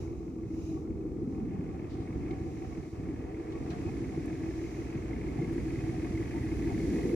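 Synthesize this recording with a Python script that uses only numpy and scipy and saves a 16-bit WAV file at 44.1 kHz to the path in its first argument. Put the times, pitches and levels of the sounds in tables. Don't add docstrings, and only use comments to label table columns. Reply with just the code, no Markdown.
import sys
import numpy as np
from scipy import signal
from scipy.fft import rfft, irfft
from scipy.io import wavfile
from scipy.ndimage import uniform_filter1d

SR = 44100
rng = np.random.default_rng(int(sys.argv[2]) if len(sys.argv) > 2 else 0)


def unload_wav(signal):
    wavfile.write(
        sys.argv[1],
        SR,
        np.round(np.clip(np.atleast_2d(signal).T, -1, 1) * 32767).astype(np.int16),
    )


N = 315315
TIME = np.arange(N) / SR
BINS = np.maximum(np.fft.rfftfreq(N, 1 / SR), 1)
FIRINGS_PER_CYCLE = 3

# (time [s], firing rate [Hz])
FIRING_RATE = [(0.0, 19.518), (0.5, 19.406), (1.0, 18.814), (1.5, 19.262), (2.0, 19.327), (3.0, 19.328),
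               (4.0, 19.305), (5.0, 19.233), (6.0, 19.154), (7.15, 19.193)]
# (place [firings], relative level [dB], half length [firings])
BOOM_PATTERN = [(1.22, -3.5, .42), (2.38, 0, .3)]
# (frequency [Hz], relative level at mid-scene [dB], drift [dB/s], t60 [s])
BLOCK_MODES = [(1748, -2.5, 1.5, 0.041), (1937, -1.5, 1.5, 0.03), (2130, -10, 0, 0.02),
               (2158, -2.5, -0.5, 0.036), (2208, -4.5, -1.5, 0.039), (2450, -12, -3.5, 0.027),
               (2517, -6, -1, 0.04)]
# (time [s], relative level [dB], frequency [Hz])
HARD_BLOWS = [(2.31, -45, 2174), (4.642, -47, 2140), (4.665, -49.8, 2150), (4.821, -49.6, 2024),
              (5.134, -44.5, 2121), (5.213, -49.3, 2046), (5.288, -46.5, 2145), (5.393, -49.4, 2091),
              (5.424, -48.8, 2109), (5.448, -45, 2144), (5.759, -48, 2001), (5.79, -49, 2088),
              (6.154, -47, 2214), (6.177, -44, 2051), (6.23, -51, 2006), (6.382, -47, 2000),
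              (6.49, -48.7, 2127), (6.696, -44.5, 2204), (6.746, -46, 2034), (6.801, -45, 2194),
              (6.825, -49.2, 2131), (6.852, -49, 2036), (6.967, -52, 1968), (6.993, -55, 2030),
              (7.034, -43.5, 2005), (7.113, -47, 2132)]


def from_db(db):
    return 10 ** (np.asarray(db) / 20)


def rms_one(x):
    return x / np.sqrt(np.mean(x ** 2) + 1e-20)


def in_time(rows):
    times, *columns = np.transpose(rows)
    return [np.interp(TIME, times, column) for column in columns]


def over_hz(points):
    hz, value = np.transpose(points)
    return np.interp(np.log(BINS), np.log(hz), value)


def stray(span_s):
    size = max(int(span_s * SR), 1)
    return rms_one(uniform_filter1d(uniform_filter1d(rng.standard_normal(N), size), size))


def swells(rows):
    out = np.zeros(N)
    for s, height, half_s in rows:
        near = slice(*np.searchsorted(TIME, [s - np.pi * half_s, s + np.pi * half_s]))
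        out[near] += height * np.exp(-((TIME[near] - s) / half_s) ** 2)
    return out


def tone_bursts(rows, rise_s, fall_s):
    out = np.zeros(N)
    for s, db, hz in rows:
        near = slice(*np.searchsorted(TIME, [s - np.pi * rise_s, s + np.pi * fall_s]))
        age = TIME[near] - s
        envelope = np.exp(-(age / np.where(age < 0, rise_s, fall_s)) ** 2)
        out[near] -= np.sqrt(2) * from_db(db) * envelope * np.sin(2 * np.pi * hz * age)
    return out


def turbulence(gain):
    # (frequency [Hz], coherence [0..1])
    coherence = [(60, 0.63), (130, 0.9), (300, 0.95), (480, 0.81), (600, 0.42), (900, 0.25), (1300, 0.7),
                 (2000, 0.55), (2500, 0.87), (3200, 0.1), (6000, 0.11), (12000, 0.13)]
    alike = np.clip(over_hz(coherence), 0, 1)
    mid, side = rng.standard_normal((2, len(BINS))) + 1j * rng.standard_normal((2, len(BINS)))
    spectrum = np.sqrt(1 + alike) * mid + np.sqrt(1 - alike) * side * [[1], [-1]]
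    return rms_one(irfft(gain * spectrum, N))


def coloured(spectrum):
    inside = (BINS > spectrum[0][0]) & (BINS < spectrum[-1][0])
    return turbulence(from_db(over_hz(spectrum)) * inside)


def resonant(peaks):
    return turbulence(sum(from_db(db) / (1 + (2 * (BINS - hz) / width) ** 2) for hz, width, db in peaks))


def ring(force, hz, t60):
    decay, step = from_db(-60 / (t60 * SR)), 2 * np.pi * hz / SR
    return signal.lfilter([0, np.sin(step)], [1, -2 * decay * np.cos(step), decay ** 2], force + 1e-18)


def steadied(x, share, span_s):
    power = uniform_filter1d(np.mean(x ** 2, axis=0), max(int(span_s * SR), 1))
    return rms_one(x / (np.abs(power) + 1e-6) ** (share / 2))


def blows(crank, pattern, scatter_db, jitter_s):
    clicks = np.zeros(N)
    cycles = np.arange(0, crank[-1], FIRINGS_PER_CYCLE)
    for place, level_db in pattern:
        chance = rng.standard_normal((len(cycles), 2))
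        due_s = np.interp(cycles + place, crank, TIME, right=2 * TIME[-1])
        at = ((due_s + jitter_s * chance[:, 0]) * SR).astype(int)
        inside = (at >= 0) & (at < N)
        clicks[at[inside]] += from_db(level_db + scatter_db * chance[inside, 1])
    return clicks


def throb(clicks, rise_s, fall_s, wash):
    power = clicks ** 2
    for seconds in (rise_s, fall_s):
        power = signal.lfilter([1], [1, -np.exp(-1 / (seconds * SR))], power + 1e-18)
    return rms_one(np.sqrt(power / power.mean() + wash))


def surge(crank, booms, wash):
    half_cycle = FIRINGS_PER_CYCLE / 2
    power = np.zeros(N)
    for place, db, half_length in booms:
        offset = (crank - place + half_cycle) % FIRINGS_PER_CYCLE - half_cycle
        power += from_db(db) ** 2 * np.exp(-(offset / half_length) ** 2)
    return rms_one(np.sqrt(power / power.mean() + wash))


def microphone_hiss():
    # (frequency [Hz], relative density [dB])
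    floor_spectrum = [(2500, -11), (4000, -6.5), (6000, -0.5), (8000, -3), (11000, -18), (15500, -4.5)]
    return from_db(-77) * coloured(floor_spectrum)


def bird():
    # (start [s], length [s], first frequency [Hz], last frequency [Hz], level [dB])
    whistles = [(1.96, .2, 8750, 8450, -80), (4.98, .19, 8350, 6700, -75)]
    out = np.zeros(N)
    for s, length_s, start_hz, end_hz, db in whistles:
        along = np.clip((TIME - s) / length_s, 0, 1)
        hz = start_hz + (end_hz - start_hz) * along
        out += from_db(db) * np.sin(np.pi * along) * np.sin(2 * np.pi * np.cumsum(hz) / SR)
    return out


def swishes():
    # (time [s], level [dB], half length [s])
    events = [(-0.002, -64.5, 0.079), (0.184, -72, 0.21), (0.663, -63, 0.15), (1.346, -73.5, .07),
              (1.949, -78, .08), (2.64, -68, 0.3), (4.683, -63.5, 0.33)]
    # (frequency [Hz], relative density [dB])
    spectrum = [(2300, -3.5), (2550, -3.5), (2850, -4.5), (3300, -15.5), (3700, -12), (3920, -5),
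                (4150, -12.5), (4600, -10.5), (5100, -6.5), (5800, -5.5), (6700, -5), (7500, -14.5),
                (9200, -22.5), (11000, -17.5), (15500, -29)]
    envelope = sum(from_db(db) * np.exp(-((TIME - s) / half_s) ** 2) for s, db, half_s in events)
    return coloured(spectrum) * envelope


def ticks(spread):
    # (time [s], relative level [dB], band centre [Hz], decay [s])
    events = [(1.891, -61, 3700, 0.08), (1.999, -65, 3400, 0.056), (2.308, -53, 2910, 0.0067),
              (3.521, -57, 3000, 0.011), (3.7, -51.5, 3584, 0.021), (3.714, -51, 1600, 0.039),
              (4.258, -54, 8200, .003), (5.525, -63, 8000, .02)]
    out, age = np.zeros((2, N)), TIME[:SR // 4]
    for s, db, hz, fall_s in events:
        band = signal.butter(2, [hz / (1 + spread), hz * (1 + spread)], "band", fs=SR, output="sos")
        noise = rms_one(signal.sosfilt(band, rng.standard_normal((2, len(age)))))
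        envelope = (1 - np.exp(-10 * age / fall_s)) * np.exp(-age / fall_s)
        start = int(s * SR)
        out[:, start:start + len(age)] += from_db(db) * envelope * noise
    return out


def thumps():
    # (time [s], relative level [dB], frequency [Hz])
    events = [(0.469, -30, 121), (1.421, -27.5, 215), (3.091, -35, 110.4), (3.711, -33.5, 132),
              (3.862, -33, 141), (4.185, -29.5, 148), (5.397, -24.5, 136), (5.443, -35, 165),
              (5.782, -32.5, 128.7), (5.841, -37, 125), (6.151, -26, 111), (6.812, -30.5, 176.2),
              (6.959, -29, 236.2)]
    return from_db(-3) * tone_bursts(events, rise_s=.008, fall_s=.012)


def fan_and_gear():
    # (time [s], level [dB])
    hiss_level = [(0, -79.5), (1.2, -76.5), (1.5, -74.5), (2.2, -70), (2.9, -69), (3.3, -71.5),
                  (3.8, -63.5), (5.15, -66.5), (5.7, -62), (6.5, -62), (6.7, -60), (6.95, -57.5),
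                  (7.15, -60)]
    # (frequency [Hz], relative density [dB])
    hiss_spectrum = [(2200, -38), (2900, -3), (3500, -3.5), (4500, -1), (6000, -3), (7500, -4.5),
                     (9000, -11.5), (10000, -12), (11200, -11), (12200, -18), (15500, -36)]
    # (frequency [Hz], relative density [dB])
    fine_spectrum = [(9300, -5), (10500, 0.5), (11500, -9), (12200, -8), (13200, -7.5), (15500, -12.5)]
    # (frequency [Hz], width [Hz], relative level [dB])
    whine_peaks = [(5340, 80, -5), (5960, 240, -6), (6600, 150, -7)]
    fine_end_db, fine_rise_db_per_s = -69, 7
    hiss_db, = in_time(hiss_level)
    fine = from_db(fine_end_db + fine_rise_db_per_s * (TIME - TIME[-1])) * coloured(fine_spectrum)
    return from_db(hiss_db) * (coloured(hiss_spectrum) + from_db(-9.5) * resonant(whine_peaks)) + fine


def drive_whine():
    # (time [s], frequency [Hz], level [dB])
    course = [(0, 770, -73.5), (1.15, 768, -67.5), (1.4, 766, -62), (1.8, 764, -68.5), (2.2, 760, -58),
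              (2.7, 757, -65.5), (3.0, 753, -68.5), (3.5, 747, -61.5), (4.5, 738, -65), (5.2, 722, -63),
              (7.15, 706, -65.5)]
    stray_hz, flutter_db = 6, 5
    hz, db = in_time(course)
    tone = np.cos(2 * np.pi * np.cumsum(hz + stray_hz * stray(.03)) / SR)
    return from_db(db) * rms_one(tone * from_db(flutter_db * stray(.035)))


def clangs():
    # (time [s], relative level [dB], frequency [Hz])
    events = [(0.708, -52.5, 653), (1.402, -51, 767), (2.312, -49, 758), (2.639, -47.5, 768),
              (3.285, -51, 748), (3.751, -47.5, 708), (4.143, -51.5, 751), (4.278, -48.5, 716),
              (4.308, -53, 690.6), (5.135, -54, 720), (5.392, -47.5, 793), (5.851, -47, 729),
              (5.941, -48, 741), (6.126, -53, 705), (6.361, -46.5, 914), (6.712, -44.5, 715),
              (6.866, -48, 682), (7.005, -48.5, 703)]
    half_s, waver_hz, rattle_db = 0.027, 8.9, 3
    waver = np.cumsum(waver_hz * stray(0.0086)) / SR
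    out = np.zeros(N)
    for s, db, hz in events:
        near = np.abs(TIME - s) < .1
        envelope = from_db(db - 1) * np.exp(-((TIME[near] - s) / half_s) ** 2)
        out[near] += envelope * np.cos(2 * np.pi * (hz * TIME[near] + waver[near]))
    return out * from_db(rattle_db * stray(0.0032))


def casing_panels(crank):
    # (frequency [Hz], width [Hz], relative level at mid-scene [dB], drift [dB/s])
    resonances = [(708, 38, -8, 0.7), (772, 53, -4.5, 0.0), (912, 57, -14.5, 2.5), (1122.5, 20, -9.5, 0.36),
                  (2510, 6.1, -16.5, 2.1)]
    swell_db, crest_firings, flutter_db = 4.5, 3.1, 5
    swell = from_db(swell_db * np.cos(np.pi * (crank - crest_firings) / FIRINGS_PER_CYCLE))
    panels = np.zeros((2, N))
    for hz, width, db, drift in resonances:
        singing = steadied(resonant([(hz, width, 0)]), share=0.15, span_s=0.16)
        panels += from_db(db + drift * (TIME - TIME.mean())) * singing
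    return rms_one(panels * swell * from_db(flutter_db * stray(0.021)))


def struck_block(strikes):
    flicker_db = 3.5
    casing_band = signal.butter(2, [1730, 2680], "band", fs=SR, output="sos")
    modes = np.zeros((2, N))
    for hz, db, drift, t60 in BLOCK_MODES:
        level_db = db + drift * (TIME - TIME.mean()) + flicker_db * stray(0.024)
        modes += from_db(level_db) * ring(strikes, hz, t60)
    return signal.sosfilt(casing_band, modes)


def hard_knocks():
    blow = tone_bursts(HARD_BLOWS, rise_s=.0025, fall_s=.003)
    ringing = blow.std() * rms_one(sum(ring(blow, hz, t60) for hz, _, _, t60 in BLOCK_MODES))
    return from_db(-3) * (blow + from_db(-6) * ringing)


def engine_body(crank):
    # (time [s], relative casing level [dB], relative knock level [dB])
    levels = [(0.0, -57, -66.5), (0.18, -62.5, -73), (.36, -63, -76), (.47, -64, -71), (.6, -61, -73),
              (1.23, -61.5, -73), (1.39, -60, -70), (1.51, -59.5, -65), (2.15, -57, -64),
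              (2.33, -56.5, -59.5), (2.47, -60, -65.5), (2.63, -58.5, -62.5), (2.87, -59.5, -65),
              (3.78, -55, -60), (3.9, -56.5, -60), (7.05, -55, -55), (7.15, -54, -57.5)]
    # (place [firings], relative level [dB])
    knock_pattern = [(0.37, 5.9), (0.751, 9.2), (1.358, 12), (1.79, 11.1), (2.342, 12.3), (2.791, 10.8)]
    # (frequency [Hz], relative density [dB])
    knock_spectrum = [(1300, -21), (1650, -6.5), (1900, -6), (2150, -3.5), (2350, -7), (2550, -8.5),
                      (2800, -13), (3600, -25.5)]
    # (frequency [Hz], relative density [dB])
    rattle_spectrum = [(430, -25), (560, 0.5), (650, 1.5), (725, 0.5), (790, -1), (880, -3), (1050, -5),
                       (1220, -7.5), (1450, -14), (2000, -63)]
    casing_db, knock_db = in_time(levels)
    knocks = blows(crank, knock_pattern, scatter_db=1.3, jitter_s=0.0012)
    knocks *= np.clip(1 - swells([(s, 1, .006) for s, _, _ in HARD_BLOWS]), .5, 1)
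    strikes = 1.2 * rms_one(knocks) + turbulence(1) * throb(knocks, rise_s=.0015, fall_s=.0015, wash=0)
    block = steadied(struck_block(strikes), share=.3, span_s=.026)
    scattered = coloured(knock_spectrum) * throb(knocks, rise_s=0.0015, fall_s=0.003, wash=4.4)
    rattle = coloured(rattle_spectrum) * throb(knocks, rise_s=0.0055, fall_s=0.006, wash=2.1)
    panels = casing_panels(crank) * throb(knocks, rise_s=0.0033, fall_s=.008, wash=2.6)
    return (from_db(knock_db) * (from_db(-4.0) * block + from_db(0.34) * scattered)
            + from_db(casing_db) * (from_db(1.68) * rattle + from_db(-5) * panels))


def exhaust_hum(crank):
    # (order [multiple of the firing rate], level far off [dB], level close by [dB])
    harmonics = [(2, -61.5, -63), (3, -53, -45), (4, -53, -54.5), (5, -57, -53.5), (6, -56.5, -49),
                 (7, -59.5, -53)]
    close_s, close_span_s, turn_firings = 4.786, .3, .425
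    close = .5 + .5 * np.tanh((TIME - close_s) / close_span_s)
    phase = 2 * np.pi * (crank - turn_firings)
    return -np.sqrt(2) * sum(from_db(far_db + (near_db - far_db) * close) * np.sin(order * phase)
                             for order, far_db, near_db in harmonics)


def tail_pipe(crank):
    # (time [s], relative level [dB])
    levels = [(0, -42), (.45, -41), (.75, -40), (1.05, -40.5), (1.4, -43.5), (1.85, -44), (2.45, -41.5),
              (2.8, -43.5), (3.1, -45), (3.3, -42.5), (3.7, -40.5), (4.45, -38.5), (4.95, -42), (5.5, -39),
              (6.2, -42), (6.85, -37.5), (7.15, -51)]
    # (frequency [Hz], width [Hz], relative level [dB])
    resonances = [(297.5, 19, -4.5), (317, 27, -8), (335.2, 14, -5)]
    # (time [s], relative level [dB], frequency [Hz], half length [s])
    loud_booms = [(0.684, -34.1, 322.2, 0.031), (0.746, -32, 322.5, 0.022), (1.069, -31.5, 318, 0.012),
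                  (3.097, -35, 332, 0.012), (4.027, -35.5, 327, 0.019), (4.181, -31, 331.7, 0.015),
                  (4.326, -33.7, 326, 0.014), (4.443, -33, 320.7, 0.012), (4.493, -32, 329.3, 0.014),
                  (5.261, -35, 322.7, 0.0089), (5.426, -31.1, 336, 0.016), (5.516, -30, 335.2, 0.012),
                  (5.567, -34, 339, 0.019), (5.665, -31.0, 319.1, 0.013), (5.739, -34, 328.8, 0.025),
                  (5.892, -32.5, 327, 0.022), (6.042, -32, 326, 0.02), (6.152, -30.5, 324.5, 0.021),
                  (6.206, -31.5, 330.2, 0.015), (6.36, -31.2, 332, 0.019), (6.452, -31, 325, 0.014),
                  (6.521, -30.5, 328.5, 0.016), (6.669, -28.5, 333, 0.012), (6.757, -33, 321.4, 0.018),
                  (6.84, -30.5, 332.5, 0.022), (6.938, -31.5, 331, 0.016), (6.97, -30, 324, 0.012),
                  (7.142, -26, 335, 0.013)]
    order = 50 / 3
    bend_hz, stray_hz, scatter_db = 14, 2.2, 1.5
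    level_db, = in_time(levels)
    firing_hz, = in_time(FIRING_RATE)
    swell = surge(crank, BOOM_PATTERN, wash=.06)
    loud_weight = swells([(s, 1, half_s) for s, _, _, half_s in loud_booms])
    usual_weight = np.clip(1 - loud_weight, 0, 1) ** 2
    usual_hz = order * firing_hz + bend_hz * (swell - swell.mean()) + stray_hz * stray(.12)
    weighted_loud_hz = swells([(s, hz, half_s) for s, _, hz, half_s in loud_booms])
    note_hz = (usual_weight * usual_hz + weighted_loud_hz) / (usual_weight + loud_weight)
    note = rms_one(np.cos(2 * np.pi * np.cumsum(note_hz) / SR))
    breath = from_db(-8) * resonant(resonances)
    tone = steadied(note + breath, share=0.6, span_s=0.04)
    usual_gain = usual_weight * swell * from_db(level_db - 0.5 + scatter_db * stray(.12))
    loud_gain = swells([(s, from_db(db - 0.8), half_s) for s, db, _, half_s in loud_booms])
    return tone * (usual_gain + loud_gain)


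def exhaust(crank):
    # (time [s], chug [dB], drone [dB], upper skirt [dB])
    levels = [(0, -37, -49, -44), (0.3, -47, -45.5, -49.5), (0.7, -39.5, -44, -47),
              (1.1, -40.5, -43.5, -43), (1.45, -41, -37.5, -45.5), (1.9, -41.5, -45, -47),
              (2.3, -38.5, -42, -45), (2.85, -44, -48, -48.5), (3.1, -39.5, -42, -46.5),
              (3.35, -46.5, -50, -45), (3.9, -37, -42, -43.5), (4.3, -41, -42.5, -45.5),
              (4.75, -41.5, -46.5, -46), (5.45, -39.5, -39.5, -42.5), (5.9, -39.5, -42.5, -44),
              (6.5, -37, -41.5, -45), (6.85, -36.5, -36, -40), (7.15, -42, -36, -32.5)]
    # (place [firings], relative level [dB])
    puff_pattern = [(.36, 9), (1.36, 6.5), (2.36, 9.5)]
    # (frequency [Hz], relative density [dB])
    chug_spectrum = [(15, -39), (30, -13), (42, -11), (56, 9.5), (80, 11.5), (110, 9), (150, 8),
                     (200, -38.5)]
    # (frequency [Hz], relative density [dB])
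    drone_spectrum = [(110, -20.5), (150, 3), (190, 6.5), (215, 4), (255, 8), (285, 8.5), (303, 8.5),
                      (340, -49.5)]
    # (frequency [Hz], relative density [dB])
    skirt_spectrum = [(325, -8), (358, 1), (395, -3), (440, -6), (490, -10.5), (550, -21.5), (700, -77)]
    chug_db, drone_db, skirt_db = in_time(levels)
    puffs = blows(crank, puff_pattern, scatter_db=2.5, jitter_s=0.00065)
    chug = steadied(coloured(chug_spectrum), share=0.55, span_s=0.04)
    chug *= throb(puffs, rise_s=0.0019, fall_s=0.009, wash=1.3)
    drone = steadied(coloured(drone_spectrum), share=0.17, span_s=0.035)
    drone *= throb(puffs, rise_s=0.0023, fall_s=0.018, wash=2.1)
    skirt = steadied(coloured(skirt_spectrum), share=0.35, span_s=0.067)
    skirt *= surge(crank, BOOM_PATTERN[1:], wash=8)
    return (exhaust_hum(crank) + from_db(chug_db - 2.0) * chug + from_db(drone_db + 1.68) * drone
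            + tail_pipe(crank) + from_db(skirt_db + 0.07) * skirt)


def scene():
    firing_hz, = in_time(FIRING_RATE)
    crank = -.103 + np.cumsum(firing_hz) / SR
    dip = from_db(-8 * np.exp(-((TIME - 2.908) / 0.021) ** 2))
    engine = dip * (exhaust(crank) + engine_body(crank) + drive_whine()) + hard_knocks() + clangs()
    hiss = microphone_hiss() + fan_and_gear()
    return engine + hiss + thumps() + ticks(spread=0.42) + swishes() + bird()


def record(dry):
    # (frequency [Hz], left minus right level [dB])
    level_difference = [(60, -2.5), (200, 0), (400, 0.5), (520, -2.5), (620, -1), (1050, 2.5), (2300, -2.5),
                        (3100, 0.5), (3800, 4.5), (4700, 3.5), (6000, -5), (8000, 1), (10300, 5),
                        (13000, -1)]
    # (frequency [Hz], phase [rad])
    phase_lead = [(200, 0), (500, .2), (620, 1.4), (900, 1.8), (1150, 5.2), (1600, 6.5), (1900, 6.0),
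                  (2500, 7.4), (2900, 9.2), (3500, 12.2), (4900, 16), (6300, 21), (15000, 30)]
    cutoff_hz = 15300
    sides = np.array([[.5], [-.5]])
    ports = from_db(over_hz(level_difference) * sides) * np.exp(1j * over_hz(phase_lead) * sides)
    top_cut = 1 / np.sqrt(1 + (BINS / cutoff_hz) ** 240)
    soft_ends = signal.windows.tukey(N, .001)
    return irfft(rfft(dry * soft_ends) * ports * top_cut, N)


dry = scene()
out = record(dry)
unload_wav(out)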